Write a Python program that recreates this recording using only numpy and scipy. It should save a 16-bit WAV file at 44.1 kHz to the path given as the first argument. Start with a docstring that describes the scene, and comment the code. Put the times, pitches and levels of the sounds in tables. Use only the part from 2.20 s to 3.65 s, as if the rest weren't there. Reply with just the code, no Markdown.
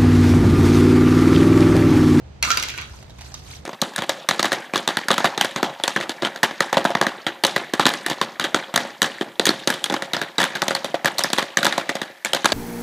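"""A die clacks down the baffles of a small wooden dice box and rolls to rest in its tray.
Each clack or early echo is a set of dying tones (the box's modes) plus a hard tick of noise, answered by a
hard-walled room made of fading noise. Nearby, taps are short noise puffs and paper and cloth are patchy noise.
Under it all lie a low room rumble and a faint hiss, both shaped noise."""
import sys
import numpy as np
from scipy import signal
from scipy.fft import rfft, irfft, next_fast_len
from scipy.io import wavfile
from scipy.ndimage import uniform_filter1d

SR = 44100
rng = np.random.default_rng(int(sys.argv[2]) if len(sys.argv) > 2 else 0)


def log_audio(samples):
    """Write samples as a 16-bit WAV file to the path given in sys.argv[1]."""
    # one column per channel
    frames = np.atleast_2d(samples).T
    # limit to full scale, then quantise
    limited = np.clip(frames, -1, 1)
    pcm = np.round(limited * 32767).astype(np.int16)
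    wavfile.write(sys.argv[1], SR, pcm)


N = 63945  # length in samples
ATTACK_S = .001  # time constant of the soft start of a sound

# Tone colour of paper and cloth, shared by the rustle and the taps: f/Hz, relative level/dB
RUSTLE_COLOUR = [(240, -49), (400, -8.5), (740, 3.5), (1920, -0.5), (5810, 1.5), (13500, -15), (15800, -44)]


def amp(db):
    """Turn decibels into an amplitude factor."""
    return 10 ** (np.asarray(db) / 20)


def unit(x):
    """Scale to an rms of 1."""
    return x / np.sqrt(np.mean(x ** 2) + 1e-20)


def along(points, hz):
    """Read a value at hz from (f/Hz, value) points, on a log frequency axis."""
    f, v = np.transpose(points)
    return np.interp(np.log(hz + 1), np.log(f + 1), v)


def filtered(x, response):
    """Multiply the spectrum of x by a response, given as a function of frequency."""
    n = x.shape[-1]
    padded = next_fast_len(n + 4096)
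    hz = np.fft.rfftfreq(padded, 1 / SR)
    return irfft(rfft(x, padded) * response(hz), padded)[..., :n]


def rush(spectrum, alike):
    """Steady stereo noise of rms 1; alike is the left-right likeness (1 is mono)."""
    turn = np.arccos(np.clip(alike, -1, 1)) / 2
    closed = [(spectrum[0][0] * 0.45, -60)] + list(spectrum)  # fades out below the first point
    noise = filtered(rng.standard_normal((2, N)), lambda hz: amp(along(closed, hz)))
    mid = noise[0] * np.cos(turn)
    side = noise[1] * np.sin(turn)
    return unit(np.array([mid + side, mid - side]))


def add(out, s, sound):
    """Mix a stereo sound into out at time s."""
    i = round(s * SR)
    out[:, i:i + sound.shape[1]] += sound[:, :out.shape[1] - i]


def die():
    """Each clack or early echo sounds the wooden box's modes, slightly detuned anew, and adds a hard tick.
    A high favoured mode beams at the microphone; the room gets high modes unboosted, spread in pitch."""
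    # Clacks and their early echoes: t/s, level/dB, favoured mode f/Hz, then thud, hollow knock,
    # wall ring, bright ring and tick, each a relative level/dB
    clacks = [(0.2264, -12, 4300, -12, -5, 11, -1, 5.5), (0.2342, -12.5, 2100, -18, -18.5, 10, -34, -13),
              (0.2393, -15, 5750, 8, -25, -3, 5, -26), (0.2495, -17, 2730, -7, 5, 1.5, 8, -2),
              (0.274, -19, 1245, 10.5, 3.5, -14, 4, -24), (0.3038, -9, 1360, -7, 0, 1, 5, 0.5),
              (0.313, -26, 3300, -22, -7, 13.5, 21, -19), (.3160, -15.5, 6350, -20, -14, 10.5, 8, 4),
              (0.3719, -8, 4700, 1.5, -5.5, 1, -11, 3), (0.3788, -20.5, 2730, 11.5, -18, 6.5, -18, -19),
              (0.3981, -18.5, 5630, -40, -7, 5.5, 6, 0.5), (0.426, -18, 5750, -12, 0, 7.5, 1.5, 6.5),
              (0.4351, -18, 2084, -12, -15, 4.5, 1, 4), (0.4429, -23.5, 3300, -30, -6, 7, -11, -29),
              (0.486, -19.5, 3900, -27, -12, 9, 11.5, 0), (0.494, -10.5, 3440, -15, -15, 8.5, -21.5, -17),
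              (0.5001, -21.5, 2370, -5, -25, 15, -19, 2.5), (0.5392, -20.5, 1500, 13, 4, 6, 4, -28),
              (0.56, -26, 2370, 10, 0, 7, -16, -18), (0.5772, -20, 4800, 8, 2, 17.5, -7, -0.5),
              (.5850, -18.5, 2370, 12, 8.5, 8, 10, -18), (0.613, -28.5, 5070, -21, 5, 12.5, 6, 1),
              (0.6191, -21.5, 2370, 8, 3, 9.5, 7, -14), (.6960, -37, 3300, -20, 9.5, 11, -6, -1)]
    # Centres of the thud, hollow knock, wall ring and bright ring: f/Hz
    group_hz = [600, 1350, 2600, 5300]
    # Modes of the box: f/Hz, relative level/dB
    box = [(230, -6), (520, -11), (1010, -6.5), (1245, -5.5), (1375, -6), (1500, -2.5), (1800, -4.5),
           (2100, -3.5), (2370, -2.5), (2730, -2.5), (3300, -2.5), (3900, -2.5), (4330, -3.5), (4700, -3),
           (5750, -2), (6350, -6.5), (6950, -6)]
    # Ring times before the tray damps them: f/Hz, time to fall 60 dB/s
    ring_times = [(560, .012), (1010, .025), (1350, .05), (1600, .035), (2400, .028), (6000, .018)]
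    # Tone colour of the hard tick: f/Hz, relative level/dB
    tick_colour = [(2000, -2.5), (6000, 7.5), (9000, -1), (12500, 4.5), (14000, -5), (15000, -28)]
    ring_db, ring_scatter_db, port_scatter_db = -9, 2, 2  # a port is one stereo channel
    pitch_scatter, port_phase = .01, 0.83  # share of the pitch; phase spread between ports in radians
    favour_db, favour_per_db = 18, .5  # boost of a full-scale blow, its fall per dB of softer blows
    tray_s, tray_damping = .45, .3  # from here the desk damps the tray: share of the ring time left
    beam_hz = 1600  # modes below this radiate alike in all directions
    spread_t60_s = .008  # toward the walls, high modes overlap into a short broad clack
    tick_base_db, tick_t60_s, room_db = -1.5, 0.012, 0.5

    out, t = np.zeros((2, N)), np.arange(SR // 10) / SR
    mode_hz, level_db = np.transpose(box)[:, :, None]
    rise = 1 - np.exp(-t / ATTACK_S)
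    for s, db, favoured_hz, *group_db, tick_db in clacks:
        hz = mode_hz * (1 + rng.normal(0, pitch_scatter, mode_hz.shape))
        struck_db = level_db + along(list(zip(group_hz, group_db)), mode_hz)
        struck_db = struck_db + rng.normal(0, ring_scatter_db, hz.shape)
        distance = np.abs(mode_hz - favoured_hz)
        favoured = distance == distance.min()
        hz[favoured] = favoured_hz

        port_db = rng.normal(0, port_scatter_db, (2, len(hz), 1))
        phase = rng.uniform(0, 2 * np.pi, hz.shape)
        phase = phase + rng.normal(0, port_phase, port_db.shape) * ~favoured
        tones = amp(ring_db + struck_db + port_db) * np.sin(2 * np.pi * hz * t + phase) * rise

        t60 = along(ring_times, hz) * (tray_damping if s > tray_s else 1)
        boost_db = (favour_db + favour_per_db * db) * favoured
        modes = tones * amp(boost_db - 60 * t / t60)
        # a ring of fixed short length, its level set to hold about the same energy
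        fixed_ring = tones * np.sqrt(t60 / spread_t60_s) * amp(-60 * t / spread_t60_s)
        spread = np.where(hz < beam_hz, modes, fixed_ring)

        noise = unit(filtered(rng.standard_normal(len(t)), lambda f: amp(along(tick_colour, f))))
        tick_rise = 1 - np.exp(-2 * t / ATTACK_S)  # twice as quick as the tones
        tick = amp(tick_base_db + tick_db - 60 * t / tick_t60_s) * noise * tick_rise
        clack = in_room(modes.sum(axis=1) + tick, spread.sum(axis=1) + tick, room_db)
        add(out, s, amp(db) * clack)
    return out


def taps():
    """Soft taps nearby: short noise puffs around a centre pitch, with a broad rustly part under it."""
    # Taps: t/s, level/dB, centre f/Hz
    tap_list = [(0.826, -36, 695), (.896, -38.5, 710), (.904, -39.5, 3830), (0.986, -38, 860),
                (0.99, -38.5, 2350), (1.009, -29, 814), (1.017, -32.5, 1940), (1.06, -36, 4500),
                (1.119, -38, 790), (1.141, -23, 5540), (1.148, -31.5, 3770), (1.196, -37, 4800),
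                (1.312, -30.5, 4300), (1.332, -38, 2300), (1.348, -42, 3530)]
    width, broad_db = .16, -11  # natural-log width of the pitched part; level of the broad part
    left_db, t60_s, room_db = -2, 0.03, -8  # the right gets the opposite of left_db
    out, t = np.zeros((2, N)), np.arange(SR // 8) / SR
    envelope = amp(-60 * t / t60_s) * (1 - np.exp(-t / ATTACK_S))
    for s, db, centre_hz in tap_list:
        def band(f):
            """Pitched hump plus broad part."""
            pitched = np.exp(-(np.log((f + 1) / centre_hz) / width) ** 2)
            return pitched + amp(broad_db + along(RUSTLE_COLOUR, f))

        noise = unit(filtered(rng.standard_normal(len(t)), band))
        puff = noise * envelope * amp([[left_db], [-left_db]])
        add(out, s, amp(db) * in_room(puff, puff, room_db))
    return out


def in_room(sound, sent, room_db):
    """Direct sound plus wall reflections of what is sent: fresh fading noise, partly shared by both ports."""
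    # How fast the room fades: f/Hz, time to fall 60 dB/s
    fade_times = [(1400, 0.29), (4000, 0.28), (8000, 0.25), (14000, 0.019)]
    shared = 0.26  # weight of the noise common to both ports
    tilt_db = -8.5  # per octave above 4 kHz
    noise = rng.standard_normal((3, SR // 2))
    hz, t, z = signal.stft(noise[:2] + shared * noise[2], SR, nperseg=256)
    fade_db = -60 * t / along(fade_times, hz)[:, None]
    tail = signal.istft(z * amp(fade_db), SR, nperseg=256)[1]
    tail = tail / np.linalg.norm(tail[0])
    tail = filtered(tail, lambda f: amp(tilt_db * np.log2(np.maximum(f / 4000, 1))))
    late_tail = np.pad(tail, ((0, 0), (100, 0)))  # the walls answer 100 samples later
    out = signal.fftconvolve(sent, amp(room_db) * late_tail, axes=1)
    out[:, :sound.shape[1]] += sound
    return out


def rustle():
    """Paper and cloth noise that starts with the throw, in short crackly patches of shifting colour."""
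    # Loudness over time: t/s, level/dB
    swells = [(0.227, -27), (.7, -51), (.76, -46.5), (.86, -57), (.95, -58), (1.063, -44.5), (1.13, -51.5),
              (1.181, -45.5), (1.222, -52), (1.3, -42.5), (1.358, -41.5), (1.432, -59)]
    patch_db = 4.5  # rms depth of the patches
    s, db = np.transpose(swells)
    level_db = np.interp(np.arange(N) / SR, s, db, left=-100)
    z = signal.stft(rush(RUSTLE_COLOUR, alike=0.083), nperseg=256)[2]
    # random gains, smoothed over 6 frequency bins and 2 time frames
    field = uniform_filter1d(rng.standard_normal(z.shape[1:]), size=6, axis=0)
    field = uniform_filter1d(field, size=2, axis=1)
    patchy = signal.istft(z * amp(patch_db * unit(field)), nperseg=256)[1][:, :N]
    return amp(level_db + [[-1.1], [1.1]]) * unit(patchy)


def background():
    """Steady noise: a low rumble, nearly mono and duller on the left, and a faint, wider hiss."""
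    # Tone colour of the rumble: f/Hz, relative level/dB
    rumble_colour = [(40, -15), (62, -1), (76, 1), (98, -10), (126, -4), (160, -13), (300, -24),
                     (600, -120)]
    # Tone colour of the hiss: f/Hz, relative level/dB
    hiss_colour = [(200, -22), (332, -12), (912, -16.5), (1040, -20.5), (5970, -32), (15000, -61.5)]
    rumble_db, hiss_db = -41.5, -51  # before the left-right differences
    rumble = amp(rumble_db) * rush(rumble_colour, alike=0.94)
    # left falls and right rises over the octave above 80 Hz
    rumble = filtered(rumble, lambda hz: amp(np.clip(np.log2((hz + 1) / 80), 0, 1) * [[-2.5], [2.5]]))
    hiss = amp(hiss_db) * rush(hiss_colour, alike=0.13) * amp([[-1.5], [1.5]])
    return rumble + hiss


def lagged(x, lag_s):
    """The left port hears x a little after the right: half the lag later on the left, half earlier right."""
    return filtered(x, lambda hz: np.exp(-1j * np.pi * hz * lag_s * np.array([[1], [-1]])))


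def scene():
    """Mix the die, a touch louder on the right, with everything around it."""
    box = lagged(die() * amp([[-.9], [.9]]), .00003)  # lag in s
    around = lagged(taps() + rustle() + background(), .00007)
    return box + around


def record(dry):
    """Two narrow dips in the overall tone colour, and a sharp top edge."""
    # Dips: centre f/Hz, width/Hz, gain/dB
    dips = [(5350, 130, -8), (10200, 350, -14)]
    top_hz = 15900

    def response(hz):
        """Bell-shaped dips and a sharp top edge."""
        dip_db = sum(db * np.exp(-((hz - centre) / width) ** 2) for centre, width, db in dips)
        return (hz < top_hz) * amp(dip_db)

    return filtered(dry, response)


dry = scene()
out = record(dry)
log_audio(out)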